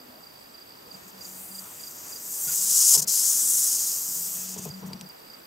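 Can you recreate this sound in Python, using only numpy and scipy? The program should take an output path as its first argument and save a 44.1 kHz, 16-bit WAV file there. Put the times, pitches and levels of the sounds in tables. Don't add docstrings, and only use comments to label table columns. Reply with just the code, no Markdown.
import sys
import numpy as np
from scipy import signal
from scipy.io import wavfile
from scipy.ndimage import uniform_filter1d

SR = 44100
rng = np.random.default_rng(int(sys.argv[2]) if len(sys.argv) > 2 else 0)


def volts_from_db(level):
    exponent = np.asarray(level, float) / 20
    return 10 ** exponent


def to_wav(s):
    ch = np.atleast_2d(s).T
    pcm = np.round(np.clip(ch, -1, 1) * 32767)
    wavfile.write(sys.argv[1], SR, pcm.astype(np.int16))


N = 241055
T = np.arange(N) / SR


def rms_one(x):
    return x / np.sqrt(np.mean(x ** 2) + 1e-20)


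def column(rows, count):
    table = np.array(rows)
    return np.interp(T, table[:, 0], table[:, count])


def inside(t0, t1, edge_s):
    return np.clip(np.minimum(T - t0, t1 - T) / edge_s + .5, 0, 1)


def at_hz(points, hz):
    table = np.array(points)
    return np.interp(np.log(hz), np.log(table[:, 0]), table[:, 1])


def drift(rate_hz):
    r = np.exp(-80 * np.pi * rate_hz / SR)
    white = rng.standard_normal(N // 40 + 2002)
    slow = signal.lfilter([1], [1, -2 * r, r * r], white)[2000:]
    return np.interp(np.arange(N) / 40, np.arange(len(slow)), rms_one(slow))


def band(x, low_hz, high_hz, order=2):
    sos = signal.butter(order, [low_hz, min(high_hz, .45 * SR)], "band", fs=SR, output="sos")
    return signal.sosfilt(sos, x)


def ring(clicks, hz, t60_s):
    r = volts_from_db(-60 / (t60_s * SR))
    w = 2 * np.pi * hz / SR
    return signal.lfilter([0, np.sin(w)], [1, -2 * r * np.cos(w), r * r], clicks + 1e-18)


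def pan(x, left_db):
    return np.array([x * volts_from_db(left_db / 2), x * volts_from_db(-left_db / 2)])


# pitch_hz, level_db
AIR_COLOUR = [(20, -18), (45, -7.5), (110, -1), (230, 2.5), (420, 3.5), (960, 3.5), (1900, -3), (3200, -7),
              (4200, -8.5), (6000, -11), (9000, -15.5), (11000, -13.5), (13500, -13), (17000, -16)]
# pitch_hz, left_right_likeness (-1 to 1)
AIR_LIKENESS = [(60, 0.83), (130, 0.98), (290, 0.55), (640, -0.5), (1410, -0.31), (3100, -0.17),
                (6820, 0.48), (15000, 0.65)]


def air():
    out, together = 0, drift(2.5)
    edges = 22 * 2 ** np.arange(0, 10, .5)
    white = rng.standard_normal((2, 2, N + 8000))
    for k, (low, high) in enumerate(zip(edges, edges[1:])):
        mid, side = band(white[k % 2], low, high)[:, -N:]
        hz = np.sqrt(low * high)
        alike = np.clip(at_hz(AIR_LIKENESS, hz), -1, 1)
        gain = volts_from_db(at_hz(AIR_COLOUR, hz) + .7 * (.5 * together + drift(10)))
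        out = out + gain * (np.sqrt(1 + alike) * mid + np.sqrt(1 - alike) * side * [[1], [-1]])
    running_db = 1.48 * inside(0.99, 5.05, 0.42)
    return volts_from_db(-54.5 + running_db + 5.0) * rms_one(out)


# pitch_hz, level_db
WHINE_LINES = [(9830, -90), (12225, -89), (12290, -74), (13065, -82), (13486, -60), (15735, -92)]


def whine():
    out = 0
    for hz, db in WHINE_LINES:
        out = out + np.sqrt(2) * volts_from_db(db + 1.0 * drift(22)) * np.sin(2 * np.pi * hz * T)
    return out


def katydid():
    centre_hz, width_hz, throb_hz, level_db = 7940, 590, 9.9, -68
    throb = 1 + 0.24 * np.sin(2 * np.pi * np.cumsum(throb_hz + .5 * drift(1.6)) / SR)
    rasp = band(rng.standard_normal(N), centre_hz - width_hz / 2, centre_hz + width_hz / 2)
    return pan(volts_from_db(level_db + 2.7 * drift(30)) * throb * rms_one(rasp), -2.2)


# start_s, length_s, pitch_hz, width_hz, level_db
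PIVOT_RUBS = [(2.467, .03, 1440, 30, -49), (2.468, .075, 2100, 2800, -50), (2.955, .05, 3000, 1600, -54),
              (2.04, .1, 1800, 2200, -59), (.1, .12, 640, 150, -59), (.86, .04, 500, 80, -57),
              (1.6, .13, 1150, 600, -56), (1.58, .3, 2800, 2000, -60), (4.375, .09, 2630, 50, -61.5),
              (4.47, .17, 2640, 60, -65.5), (4.645, .02, 2560, 120, -58), (4.27, .42, 3200, 1000, -59),
              (2.93, .17, 450, 700, -54), (4.66, .05, 145, 40, -42), (4.81, .17, 650, 800, -56),
              (0, .2, 240, 25, -57), (3.35, .4, 235, 25, -62)]


def squeaks():
    out, white = 0, rng.standard_normal(N)
    for s, length, hz, width, db in PIVOT_RUBS:
        rub = inside(s, s + length, .012) * band(white, hz - width / 2, hz + width / 2)
        out = out + volts_from_db(db) * rms_one(rub) * np.sqrt(length * SR / N)
    return out


# first_stroke_s, strokes (count), level_db, first_stroke_relative_db
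NEAR_CHIRPS = [(.016, 1.2, -56, 1), (.233, 3.5, -49, .6), (.547, 3.5, -45, 1), (.875, 3.3, -42.5, -9),
               (1.18, 3.03, -40, -10), (1.517, 3.8, -38, -6.5), (1.802, 3.17, -38, -5.5),
               (2.091, 3.4, -39, -14), (2.448, 3, -38.5, -6), (4.708, 2.05, -41.5, 1.5),
               (5.067, 2.1, -40.5, -6), (5.269, 3.47, -43, -4.5)]


def near_cricket():
    stroke_s = .0352
    out = np.zeros(N)
    t = np.arange(int(.02 * SR)) / SR
    swell = np.sin(np.pi * t / t[-1]) ** 0.58
    for first_s, count, chirp_db, first_db in NEAR_CHIRPS:
        for k in range(int(count)):
            db = chirp_db + first_db * (k == 0)
            hz = 4753 + 4 * (db + 41.5)
            at = int((first_s + k * stroke_s - .007) * SR)
            tone = np.sin(2 * np.pi * (hz * 1.0314 * t - 5500 * t ** 2))
            out[at:at + len(t)] += volts_from_db(db) * swell * tone
    return out * volts_from_db(2.4 * drift(180))


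def cricket_chorus():
    centre_hz, width_hz, throb_hz, level_db = 4753, 370, 60.1, -59
    throb = 1 + .8 * np.sin(2 * np.pi * np.cumsum(throb_hz + 2.5 * drift(2.5)) / SR)
    throb = throb * volts_from_db(1.5 * drift(4))
    far = band(rng.standard_normal((2, N)), centre_hz - width_hz / 2, centre_hz + width_hz / 2)
    lead = 1.2 * far.std() * np.sin(2 * np.pi * np.cumsum(centre_hz + 45 * drift(40)) / SR)
    choir = rms_one(lead + far[0] + 0.37 * far[1] * [[1], [-1]])
    return volts_from_db(level_db) * throb * choir * volts_from_db([[-2.2], [2.2]])


# start_s, period_s, pitch_hz, level_db
SECOND_TRILL = (4.723, .0335, 5760, -55)


def cricket_trill():
    start, period, hz, db = SECOND_TRILL
    phase = (T - start) / period % 1
    stroke = np.clip(1.6 * np.sin(np.pi * phase / .6), 0, 1) * (phase < .6)
    swell = inside(start, start + 9.8 * period, .002) * np.clip((T - start + .03) / .12, 0, 1)
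    tone = np.sin(2 * np.pi * hz * T) + volts_from_db(-16) * np.sin(4 * np.pi * hz * T)
    return volts_from_db(db) * stroke * swell * tone


# time_s, friction_db, contact_resonance_hz
BLADE_STROKES = [
    [(1.17, -56, 7100), (1.246, -44.5, 7000), (1.45, -45, 8640), (1.75, -46, 7740), (2.0, -42.5, 6900),
     (2.2, -39.5, 7100), (2.42, -31.5, 7730), (2.6, -25.5, 7140), (2.955, -15, 6930)],
    [(3.077, -25, 6400), (3.16, -21, 6830), (3.25, -22, 7000), (3.5, -22.5, 7730), (3.74, -23.5, 7000),
     (3.88, -27.5, 6840), (4.016, -30.5, 6980), (4.346, -32.5, 7280), (4.46, -35.5, 6800)],
]
# start_s, length_s, hiss_db
JUDDER_BURSTS = [(.92, 0.081, -55), (1.007, 0.074, -56.5), (1.077, 0.032, -51), (1.12, 0.046, -59.5),
                 (1.588, 0.014, -52), (2.952, 0.017, -19.5), (2.974, 0.032, -22.5), (3.012, 0.017, -38.5),
                 (3.02, 0.012, -26), (3.033, 0.014, -33), (3.07, 0.018, -31), (4.459, 0.0905, -36.5),
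                 (4.549, 0.023, -43), (4.576, 0.02, -36), (4.599, 0.023, -43.5), (4.621, 0.038, -39.5),
                 (4.66, 0.035, -47), (4.692, 0.13, -54.5), (4.859, 0.027, -50.5)]
# ratio_to_centre, level_db
LOWER_HISS = [(.15, -27.5), (.24, -31), (.33, -36), (.45, -22.5), (.55, -24), (.65, -14), (.75, -6),
              (.9, -1.5), (1.0, 0.5), (1.2, -2.5), (1.4, -6.5), (1.8, -17)]
# pitch_hz, level_db
MIDDLE_HISS = [(7500, -29), (9500, 0), (10800, -1), (12000, 1.5), (14000, -15)]
# pitch_hz, level_db
UPPER_HISS = [(10000, -31.5), (11800, -4.5), (13300, -0.5), (14500, -2.5), (15300, -9), (16500, -10)]


def blade():
    rows = np.vstack(BLADE_STROKES)
    force_db, centre = column(rows, count=1), column(rows, count=2)
    stiff_khz = (centre - 7100) / 1000
    sliding = sum(inside(stroke[0][0], stroke[-1][0], .008) for stroke in BLADE_STROKES)
    knee_db = -29.5
    lower = sliding * volts_from_db(force_db)
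    sharpen = 0.034 * np.maximum(knee_db - force_db, 0)
    middle = lower * volts_from_db(-9 + 0.33 * (force_db + 23))
    upper = lower * volts_from_db(-1.1 + 2 * stiff_khz - 0.99 * np.maximum(force_db - knee_db, 0))
    for s, length, db in JUDDER_BURSTS:
        burst = inside(s, s + length, 0.0073) * volts_from_db(db)
        lower = lower + burst
        middle = middle + burst * volts_from_db(-9 + 0.6 * (db + 19))
        upper = upper + burst * volts_from_db(-5.5 - 0.33 * (db + 38))

    clumps = rms_one(uniform_filter1d(rng.standard_normal(N), size=30))
    slips = rng.standard_normal((2, N)) * volts_from_db(1.5 * clumps - 0.67 * drift(12.3))
    edges = np.r_[np.geomspace(900, 4000, 9)[:-1], np.arange(4000, 16801, 800)]
    out = 0
    for k, (low, high) in enumerate(zip(edges, edges[1:])):
        hz = np.sqrt(low * high)
        lower_db = at_hz(LOWER_HISS, hz / centre) * (1 + sharpen * (hz > centre))
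        power = (lower * volts_from_db(lower_db + 7.5)) ** 2
        power += (middle * volts_from_db(at_hz(MIDDLE_HISS, hz) + 7.5)) ** 2
        power += (upper * volts_from_db(at_hz(UPPER_HISS, hz) + 7.5)) ** 2
        patchy = volts_from_db(1.0 * drift(15.0))
        out = out + np.sqrt(power) * patchy * band(slips[k % 2], low, high, order=3)

    scatter = band(np.roll(out, 131) - np.roll(out, 290), 3000, 7800) * volts_from_db(-21.5)
    nearness = np.clip(1 - np.abs(T - 3.11) / 0.67, 0, 1)
    left_db = 1.6 + (4 - 1.6) * nearness
    return pan(out, left_db) + scatter * [[1], [-1]]


# start_s, length_s, pitch_hz, start_level_db, end_level_db
MOTOR_SURGES = [(0.938, 0.048, 191, -54, -57), (1.06, 0.034, 191.8, -51, -57),
                (1.138, 0.079, 190.3, -53.5, -59.5), (1.255, 0.2, 186, -55.5, -55),
                (1.494, .15, 191, -54, -52.5), (2.586, 0.14, 173.3, -55, -61), (2.72, .22, 164.7, -65, -62),
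                (2.963, 0.035, 177.5, -46, -48), (3.012, 0.097, 179, -48, -55),
                (4.165, 0.16, 175.2, -54, -55), (4.341, 0.316, 187, -53, -41.5),
                (4.675, .03, 184.6, -46, -51), (4.718, 0.086, 189.7, -43.5, -42),
                (4.823, 0.15, 188, -37.5, -43), (5.0, 0.066, 185.5, -48, -43.5)]


def motor():
    pitch = column([(s + length / 2, hz) for s, length, hz, _, _ in MOTOR_SURGES], count=1)
    load = 0
    for s, length, _, first_db, last_db in MOTOR_SURGES:
        level_db = np.interp(T, [s, s + length], [first_db, last_db])
        load = load + inside(s, s + length, .02) * volts_from_db(level_db)
    return np.sqrt(2) * load * volts_from_db(1.0 * drift(30)) * np.sin(2 * np.pi * np.cumsum(pitch) / SR)


# start_s, peak_db, bracket_share_db (400-1200 Hz)
LINKAGE_BLOWS = [(0.941, -42, -9), (1.597, -74, -3), (2.466, -31.5, -16), (2.949, -41.5, 10.5),
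                 (2.966, -24.5, -14), (2.994, -30, -11), (4.082, -31, -28), (4.369, -43, -5),
                 (4.561, -26, -11.5), (4.586, -26.5, -20), (4.655, -19, -14.5), (4.827, -22.5, -17.5),
                 (4.858, -24.5, -15), (4.901, -23.5, -17), (4.929, -30, -18), (5.015, -27.5, -18)]
# pitch_hz, level_db, t60_s
DOOR_SKIN = [(70, -2, 0.026), (109.4, -2.5, 0.027), (154.8, -4.5, 0.13), (219, -7, 0.11), (328, -14, 0.17)]
# pitch_hz, level_db, t60_s
MOTOR_BRACKET = [(421, 1.5, 0.076), (461, 4, 0.053), (637, 5.5, 0.021), (917, 9, 0.022),
                 (1058, -3.5, 0.064), (1440, -30, .06), (2010, -8, .03)]


def thumps():
    rows, out = np.array(LINKAGE_BLOWS), 0
    at = (rows[:, 0] * SR).astype(int)
    rattle = volts_from_db(-16 - 20 * np.arange(4000) / SR / 0.077)
    skin_db = rows[:, 1] - 9
    bracket_db = rows[:, 1] + rows[:, 2] - 10
    for modes, db, soft in ((DOOR_SKIN, skin_db, 120), (MOTOR_BRACKET, bracket_db, 24)):
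        scatter_db = rng.normal(0, 2.5, (len(at), len(modes)))
        contact = np.hanning(soft) / np.hanning(soft).sum()
        for k, (hz, level_db, t60) in enumerate(modes):
            blows = np.zeros(N)
            blows[at] = volts_from_db(db + level_db + scatter_db[:, k]) * (-1) ** k
            grains = rng.standard_normal(N) * (rng.random(N) < 1500 / SR)
            loose = grains * signal.oaconvolve(blows, rattle)[:N]
            out = out + ring(signal.oaconvolve(blows + loose, contact)[:N], hz, t60)
    return signal.sosfilt(signal.butter(3, 105, "high", fs=SR, output="sos"), out)


# start_s, peak_db, centre_hz, t60_s, ringing_share (0-1)
LINKAGE_TICKS = [(4.368, -42, 2000, .02, .1), (4.652, -23, 16000, .01, .05), (4.865, -35, 11000, .004, .02),
                 (4.929, -41, 5600, .008, .2), (4.9322, -27, 4850, .026, .6), (4.932, -39, 2400, .015, .15),
                 (4.933, -44, 8000, .03, .2), (5.011, -25, 4400, .009, .08), (5.013, -39, 4900, .04, .3),
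                 (5.012, -46, 10000, .03, .3), (5.09, -29, 17500, .004, .02)]


def ticks():
    out, t = np.zeros(N), np.arange(3000) / SR
    for s, db, hz, t60, share in LINKAGE_TICKS:
        white = rng.standard_normal(len(t))
        puff = band(white * volts_from_db(-60 * t / t60), hz / 1.9, hz * 1.9)
        ringing = ring(white * volts_from_db(-60 * t / .004), hz, t60)
        crack = (1 - share) * puff + share * ringing
        at = int(s * SR)
        out[at:at + len(t)] += volts_from_db(db) * crack / np.abs(crack).max()
    return out


def scene():
    crickets = pan(near_cricket(), -6.5) + pan(cricket_trill(), 1.5) + cricket_chorus()
    outdoors = air() + whine() + katydid() + crickets
    door = pan(motor() + thumps(), 3.3) + pan(ticks() + squeaks(), 2.5)
    return outdoors + blade() + door


def top_cut(x):
    return signal.sosfilt(signal.butter(12, 16440, fs=SR, output="sos"), x)


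def record(dry):
    steep = signal.ellip(14, .5, 62, 15760, fs=SR, output="sos")
    return top_cut(signal.sosfilt(steep, dry))


dry = scene()
out = record(dry)
to_wav(out)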